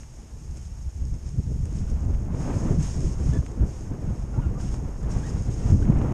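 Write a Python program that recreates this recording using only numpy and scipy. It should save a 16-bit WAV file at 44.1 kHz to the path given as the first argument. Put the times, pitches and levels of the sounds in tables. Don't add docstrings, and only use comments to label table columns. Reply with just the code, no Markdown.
import sys
import numpy as np
from scipy import signal
from scipy.fft import rfft, irfft
from scipy.io import wavfile
from scipy.ndimage import uniform_filter1d

SR = 44100
rng = np.random.default_rng(int(sys.argv[2]) if len(sys.argv) > 2 else 0)


def put_to_file(sound):
    columns = np.atleast_2d(sound).T
    safe = np.clip(columns, -1, 1)
    whole_steps = np.round(safe * 32767)
    wavfile.write(sys.argv[1], SR, whole_steps.astype(np.int16))


def boost_factor(decibels):
    exponent = np.asarray(decibels, float) / 20
    return 10 ** exponent


N = 270333

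# pitch_hz, level_db
CIRCUIT_WHINE = [(877.5, -73.5)]
SELF_NOISE_DB = -70

THIN_FROM_HZ, THIN_DB, THIN_SPREAD_DB = 10200, 0.5, 4.5
TOP_HZ = 13500

# start_s, peak_db, bright_db, dull_db
TICKS = [(0.0327, -37.5, -50, -63), (0.5711, -41, -41, -49), (1.1394, -55, -45, -48),
         (1.2614, -55, -50, -60), (1.6548, -39, -40, -56), (1.8984, -42, -48, -50), (2.006, -50, -47, -49),
         (2.1355, -38, -52, -41), (2.147, -35.5, -54, -55), (2.3476, -38.5, -55, -43),
         (3.4266, -54, -55, -39), (3.463, -30, -41, -51), (4.5471, -48, -55, -51),
         (4.7411, -32, -42, -30.5), (5.0306, -49, -45, -57), (5.8521, -32.5, -58, -56),
         (5.9695, -35, -55, -36), (5.9884, -42, -47, -42), (6.0147, -29, -58, -25), (6.0611, -42, -53, -30),
         (6.0826, -44, -58, -49)]

# start_s, length_s, first_pitch_hz, last_pitch_hz, level_db
SQUEAKS = [(3.328, 0.021, 1680, 1760, -50.5), (3.353, 0.03, 1725, 1720, -52), (4.336, 0.038, 800, 870, -52),
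           (4.371, 0.035, 799, 1010, -47.5), (4.337, .034, 1400, 1370, -57.5),
           (4.403, 0.065, 1476, 1375, -57), (4.476, 0.038, 1333, 1460, -62),
           (4.553, 0.037, 1133, 1230, -52), (4.59, 0.02, 990, 830, -57), (4.599, 0.01, 1393, 1740, -52),
           (4.652, 0.043, 2600, 2800, -65), (5.036, .016, 1650, 1850, -56), (5.23, 0.02, 1516, 1830, -52),
           (5.249, 0.034, 1830, 1930, -53.5), (5.823, 0.011, 1570, 1490, -49.5)]
# pitch_hz, octave_db, roughness (0 to 1)
SQUEAK_VOICE = [(850, -28, 0.38), (1180, -30, 0.13), (1400, -12.5, 0.5), (1700, -12, 0.2), (2700, -28, .7)]

# pitch_hz, gain_db
PORT_RINGING = [(1800, -38), (3000, -30.5), (4140, -20), (4800, -9), (5300, -3), (5600, -2), (6050, -7.5),
                (6450, 4), (6750, -1), (7330, -6.5), (9600, -13.5), (10800, -30.5), (13000, -32),
                (14400, -55)]
# time_s, level_db
GLIDE = [
    (0, -58),
    (1.2, -58),
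    (1.95, -57),
    (2.25, -61),
    (3.5, -59),
    (4.0, -62),
    (5.0, -58.5),
    (5.9, -58.5),
    (6.13, -56.5),
]
# start_s, hold_s, level_db
CLUMPS = [(0.0, 0.011, -54.5), (0.472, .05, -65), (0.566, .012, -56), (0.63, 0.027, -59),
          (1.264, 0.016, -55), (1.66, .006, -61), (1.71, .03, -59), (1.755, .04, -54), (1.885, 0.022, -58),
          (2.414, 0.31, -50.5), (2.803, 0.14, -47), (2.834, .04, -47), (3.006, .045, -49.5),
          (3.067, 0.061, -51.5), (3.2, 0.16, -52.5), (3.263, 0.052, -53), (3.455, .02, -57),
          (3.672, 0.15, -56), (4.015, .2, -60.5), (4.598, 0.088, -51), (4.728, 0.025, -52.5),
          (5.107, 0.011, -49.5), (5.122, 0.11, -52), (5.265, .035, -49.5), (5.33, 0.12, -53),
          (5.515, 0.024, -50), (5.577, 0.14, -51.5), (5.674, 0.041, -54.5), (5.81, 0.017, -54.5)]
CLUMP_ATTACK_S, CLUMP_FALL_S, FALL_PER_HOLD = 0.022, 0.015, 0.2
LONG_HOLD_S, ATTACK_PER_HOLD = 0.15, 0.5

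# pitch_hz, level_db (per Hz)
EDDY_SPECTRUM = [(10, -13.5), (25, -3), (40, -2.2), (62, -0.87), (100, -6), (128, -3.5), (160, -9.5),
                 (250, -15.5), (400, -24), (630, -31.5), (1000, -37), (1600, -45.5), (2600, -54),
                 (5000, -76.5)]
EDDY_SIZES_HZ = (48, 135, 330, 900)
# rate_per_s, depth_db
FLUTTER = [(45, 1.15), (60, 3.5), (90, 2.5), (160, 1)]
# time_s, head_wind_db, shear_db (fine shear off the housing edge)
AIRFLOW = [(0.0, -16, -10), (0.4, -10.5, -9.5), (0.8, -5.5, -9.5), (1.15, -0.5, -8.5), (1.55, 1.3, -7),
           (1.95, 4, 0), (2.25, 0.5, 1), (2.5, 3, 12), (2.75, 5.5, 5), (2.95, 0.2, 1.2), (3.3, 7, 1),
           (3.75, -3.5, 0.4), (4.15, 0.2, 1), (4.55, 0.5, 2), (4.95, 0, 1.9), (5.3, 1.2, 4.5),
           (5.75, 11.5, 3.3), (6.13, 3.5, 13.5)]
FOLLOWS = [
    (0.78, -0.07),
    (0.97, 0.17),
    (0.51, 0.7853),
    (-0.07, 1.0742),
]
# middle_s, length_s, level_db, eddy_hz
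GUSTS = [(1.39, 0.045, 11.5, 244), (2.16, 0.3, 4, 45), (2.776, 0.063, 9.5, 94), (3.031, 0.2, 6, 192),
         (3.349, 0.086, 9.5, 512), (3.617, 0.13, 16.5, 94), (3.627, 0.12, 6.5, 45),
         (3.622, 0.18, 10.5, 390), (3.892, 0.12, 6, 194), (4.368, 0.13, 1, 830), (4.383, 0.1, 8.5, 74),
         (4.494, 0.11, 8, 74), (4.59, 0.06, 4, 402), (4.71, 0.1, 7.5, 45), (5.07, 0.23, 6, 45),
         (5.128, 0.24, 6.5, 512), (5.682, 0.14, 8, 832), (5.755, 0.088, 6.5, 194)]
# middle_s, length_s, level_db, eddy_hz
LULLS = [(0.28, 0.12, -8, 45), (0.62, 0.15, -2, 45), (0.67, 0.34, -5.5, 245), (0.79, 0.087, -4, 45),
         (0.81, 0.26, -4.5, 315), (0.92, 0.19, -8.5, 247), (0.92, 0.071, -11, 45), (1.2, 0.1, -14, 94),
         (1.2, 0.17, -5, 315), (1.29, 0.44, -4, 45), (1.31, 0.1, -7, 315), (1.43, 0.06, -7, 60),
         (1.68, 0.15, -8.5, 93), (1.87, 0.056, -8.5, 193), (1.99, 0.11, -9.2, 198), (2.87, 0.23, -5, 250),
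         (3.17, 0.13, -11.5, 192), (3.46, 0.07, -8, 130), (3.49, 0.22, -4, 404), (3.51, 0.32, -10.5, 93),
         (3.98, 0.13, -11, 45), (4.16, 0.079, -16, 74), (4.24, 0.25, -5.0, 313), (4.91, 0.22, -7, 195),
         (5.43, 0.16, -4.5, 195), (5.48, 0.37, -5, 512), (5.54, 0.31, -6, 74), (5.59, 0.23, -3.5, 247),
         (5.62, 0.07, -8, 70), (5.87, 0.05, -6, 130)]
# middle_s, level_db, eddy_hz
PUFFS = [(0.19, 6.5, 512), (0.249, 5.5, 402), (0.459, 5.5, 247), (0.504, 6.5, 45), (0.76, 3, 1100),
         (0.863, 7.5, 74), (1.023, 7.5, 45), (1.127, 9.8, 74.5), (1.28, 5, 1100), (1.302, 8, 119),
         (1.477, 6.7, 152), (1.515, 7, 330), (1.611, 8.5, 74), (1.941, 7.2, 45), (2.075, 5, 119),
         (2.15, 5, 50), (2.68, 4, 700), (2.734, 4.5, 402), (2.789, 6.5, 94), (3.053, 7, 58),
         (3.293, 6.9, 58), (3.395, 7, 80), (4.066, 5, 45), (4.116, 7.5, 119), (4.839, 6.5, 193),
         (5.153, 6.4, 45), (5.665, 2, 60), (5.737, 5.1, 119), (5.822, 5, 45), (5.971, 6.5, 45)]
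PUFF_S = 0.081
REACH_OCTAVES = 1.15
WIND_DB = -25
# start_s, peak_db, pitch_hz
BUFFETS = [(0.96, -43, 72.7), (1.08, -22, 80), (1.251, -16, 73), (1.338, -17, 115), (1.384, -8.5, 80),
           (1.628, -14, 72.7), (1.688, -23, 130), (1.894, -23, 76), (2.557, -7, 98), (2.766, -10.5, 102),
           (3.049, -22, 133), (3.079, -18, 103), (3.255, -10.5, 101), (3.382, -7.5, 106), (3.594, -32, 129),
           (3.609, -10.5, 92), (3.624, -22, 73), (4.46, -9.5, 81.5), (5.158, -10, 80.6),
           (5.343, -9.5, 86.1), (5.48, -10, 94.2), (5.653, -7, 93.5), (5.726, -3, 102), (5.746, -19, 144),
           (5.81, -8, 73.4), (5.847, -17, 104), (5.895, -2, 158), (5.953, -8.5, 118), (6.049, -12, 110),
           (6.11, -10, 143)]


def level(x, db):
    return x * boost_factor(db) / np.sqrt(np.mean(x ** 2))


def band(x, lo_hz, hi_hz, order=2):
    return signal.sosfilt(signal.butter(order, [lo_hz, hi_hz], "bandpass", fs=SR, output="sos"), x)


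def colour(x, points):
    hz, db = np.transpose(points)
    grid = np.maximum(np.fft.rfftfreq(2048, 1 / SR), 1)
    log_gain = np.interp(np.log(grid), np.log(hz), db) * np.log(10) / 20
    ceps = irfft(log_gain)
    ceps[1:1024] *= 2
    ceps[1025:] = 0
    ringing = irfft(np.exp(rfft(ceps)))
    return signal.fftconvolve(x, ringing)[:N]


def walk(rate):
    k = int(SR / rate)
    steps = np.repeat(rng.standard_normal(N // k + 1), k)
    return 1.3 * uniform_filter1d(uniform_filter1d(steps, k), k)[:N]


def even(x, span_s):
    k = int(span_s * SR)
    power = uniform_filter1d(uniform_filter1d(x ** 2, k), k)
    return x / np.sqrt(power + 1e-12)


def add(track, s, sound):
    i = int(s * SR)
    track[i:i + len(sound)] += sound[:N - i]


def columns(table):
    s, *values = np.transpose(table)
    return [np.interp(np.arange(N) / SR, s, v) for v in values]


def microphone_noise():
    noise = level(band(rng.standard_normal(N), 5500, 16000), SELF_NOISE_DB)
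    for hz, db in CIRCUIT_WHINE:
        noise = noise + boost_factor(db) * np.sqrt(2) * np.sin(2 * np.pi * hz * np.arange(N) / SR)
    return noise


def ticks():
    mid, bright, dull = np.zeros((3, N))
    fade = np.exp(-np.arange(300) / SR / 0.00093)
    crackles = rng.standard_normal((len(TICKS), 300))
    for (s, db, bright_db, dull_db), crackle in zip(TICKS, crackles):
        add(mid, s + 0.000847, np.array([boost_factor(db)]))
        add(dull, s + 0.00092, np.array([boost_factor(dull_db)]))
        add(bright, s + 0.0006, boost_factor(bright_db) * np.sign(crackle) * fade)
    knock = boost_factor(17.0) * band(mid, 750, 2800, order=4)
    thud = boost_factor(28.5) * band(dull, 290, 1200, order=3)
    return knock + thud + boost_factor(11.5) * colour(bright, PORT_RINGING)


def squeaks():
    out = np.zeros(N)
    voice_hz, octaves_db, roughness = np.transpose(SQUEAK_VOICE)
    for s, length, first_hz, last_hz, db in SQUEAKS:
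        middle_hz = (first_hz + last_hz) / 2
        octave_db = np.interp(middle_hz, voice_hz, octaves_db)
        rough = np.interp(middle_hz, voice_hz, roughness)
        u = np.linspace(0, 1, int(length * SR))
        slip = uniform_filter1d(rng.standard_normal(4000), size=90)[:len(u)] * 9
        pitch_hz = first_hz + (last_hz - first_hz) * u
        phase = 2 * np.pi * np.cumsum(pitch_hz) / SR + rough * slip
        swell = np.clip(7 * np.minimum(u, 1 - u), 0, 1) * (1 + rough * slip[::-1])
        tone = np.sin(phase) + boost_factor(octave_db) * np.sin(2 * phase)
        add(out, s, boost_factor(db + 4.5) * swell * tone)
    return out


def snow_db():
    t = np.arange(N) / SR
    power = boost_factor(*columns(GLIDE)) ** 2
    for s, hold, db in CLUMPS:
        attack_s = CLUMP_ATTACK_S + ATTACK_PER_HOLD * np.maximum(hold - LONG_HOLD_S, 0)
        fall_s = CLUMP_FALL_S + FALL_PER_HOLD * hold
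        rise = np.clip((t - s) / attack_s + 1, 0, 1)
        fall = np.exp(-np.maximum(t - s - hold, 0) / fall_s)
        power = power + boost_factor(db) ** 2 * rise ** 2 * fall
    return 10 * np.log10(power)


def spray(spray_db):
    hits = rng.random(N) < 0.12
    crystals = hits * rng.standard_normal(N) * boost_factor(3.0 * rng.exponential(size=N))
    flicker_db = 0.46 * walk(30) + 0.81 * walk(110)
    stream = (level(crystals, -7.5) + rng.standard_normal(N)) * boost_factor(spray_db + flicker_db)
    port_gain = np.std(colour(rng.standard_normal(N), PORT_RINGING))
    ringing = colour(stream, PORT_RINGING) / port_gain * boost_factor(-1.76)
    scrape = level(band(rng.standard_normal(N), 950, 3310), -8.0)
    return ringing + scrape * boost_factor(spray_db + 0.5 * walk(24.27))


def eddy_strengths():
    strength_db = np.array(FOLLOWS) @ np.array(columns(AIRFLOW))
    puffs = [(s, PUFF_S, db, hz) for s, db, hz in PUFFS]
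    for middle_s, length, db, hz in GUSTS + LULLS + puffs:
        swell = db * np.hanning(int(length * SR))
        for row, size_hz in zip(strength_db, EDDY_SIZES_HZ):
            octaves_away = np.log2(size_hz / hz)
            add(row, middle_s - length / 2, swell * np.exp(-(octaves_away / REACH_OCTAVES) ** 2))
    return strength_db


def wind(strength_db):
    octave = np.log2(np.maximum(np.fft.rfftfreq(N, 1 / SR), 1))
    hz, db = np.transpose(EDDY_SPECTRUM)
    stream = rfft(rng.standard_normal(N)) * boost_factor(np.interp(octave, np.log2(hz), db))
    shared, out = walk(45), 0
    for row, swell_db, (rate, depth_db) in zip(np.eye(4), strength_db, FLUTTER):
        share = np.sin(np.pi / 2 * np.interp(octave, np.log2(EDDY_SIZES_HZ), row)) ** 2
        eddies = irfft(stream * share, N)
        swell = boost_factor(swell_db + depth_db * walk(rate) + 1.24 * shared)
        out = out + np.std(eddies) * even(eddies, 0.037) * level(swell, 0)
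    return level(out, WIND_DB)


def buffets():
    out = np.zeros(N)
    signs = rng.choice([-1, 1], len(BUFFETS))
    for (s, db, hz), sign in zip(BUFFETS, signs):
        cycles = np.arange(int(2 * SR / hz)) * hz / SR
        swell = np.sin(np.pi * (cycles / 2) ** 0.89) ** 2
        add(out, s, sign * boost_factor(db - 7.0) * swell * np.sin(2 * np.pi * cycles))
    return out


def scene():
    gear = ticks() + squeaks()
    snow = spray(snow_db())
    air = wind(eddy_strengths()) + buffets()
    return (gear + snow + air)[None]


def patchy_treble(x):
    hz, _, z = signal.stft(x, SR, nperseg=2048)
    usual = np.median(np.abs(z[0, (hz > 11000) & (hz < 13000)]))
    patches = np.kron(rng.standard_normal((129, z.shape[-1] // 3 + 1)), np.ones((8, 3)))
    threshold_db = THIN_DB + THIN_SPREAD_DB * patches[:len(hz), :z.shape[-1]]
    faint = np.abs(z) < usual * boost_factor(threshold_db)
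    z = np.where((hz > THIN_FROM_HZ)[:, None] & faint, 0, z)
    return signal.istft(z, SR, nperseg=2048)[1][:, :N]


def roll_off(x):
    return signal.sosfilt(signal.butter(12, 14560, fs=SR, output="sos"), x)


def record(dry):
    end_fade = np.clip(np.arange(N, 0, -1) / 250, 0, 1)
    heard = (dry + microphone_noise()) * end_fade
    limited = signal.sosfilt(signal.butter(8, TOP_HZ, fs=SR, output="sos"), heard)
    mix = patchy_treble(limited)
    return roll_off(mix)


dry = scene()
out = record(dry)
put_to_file(out)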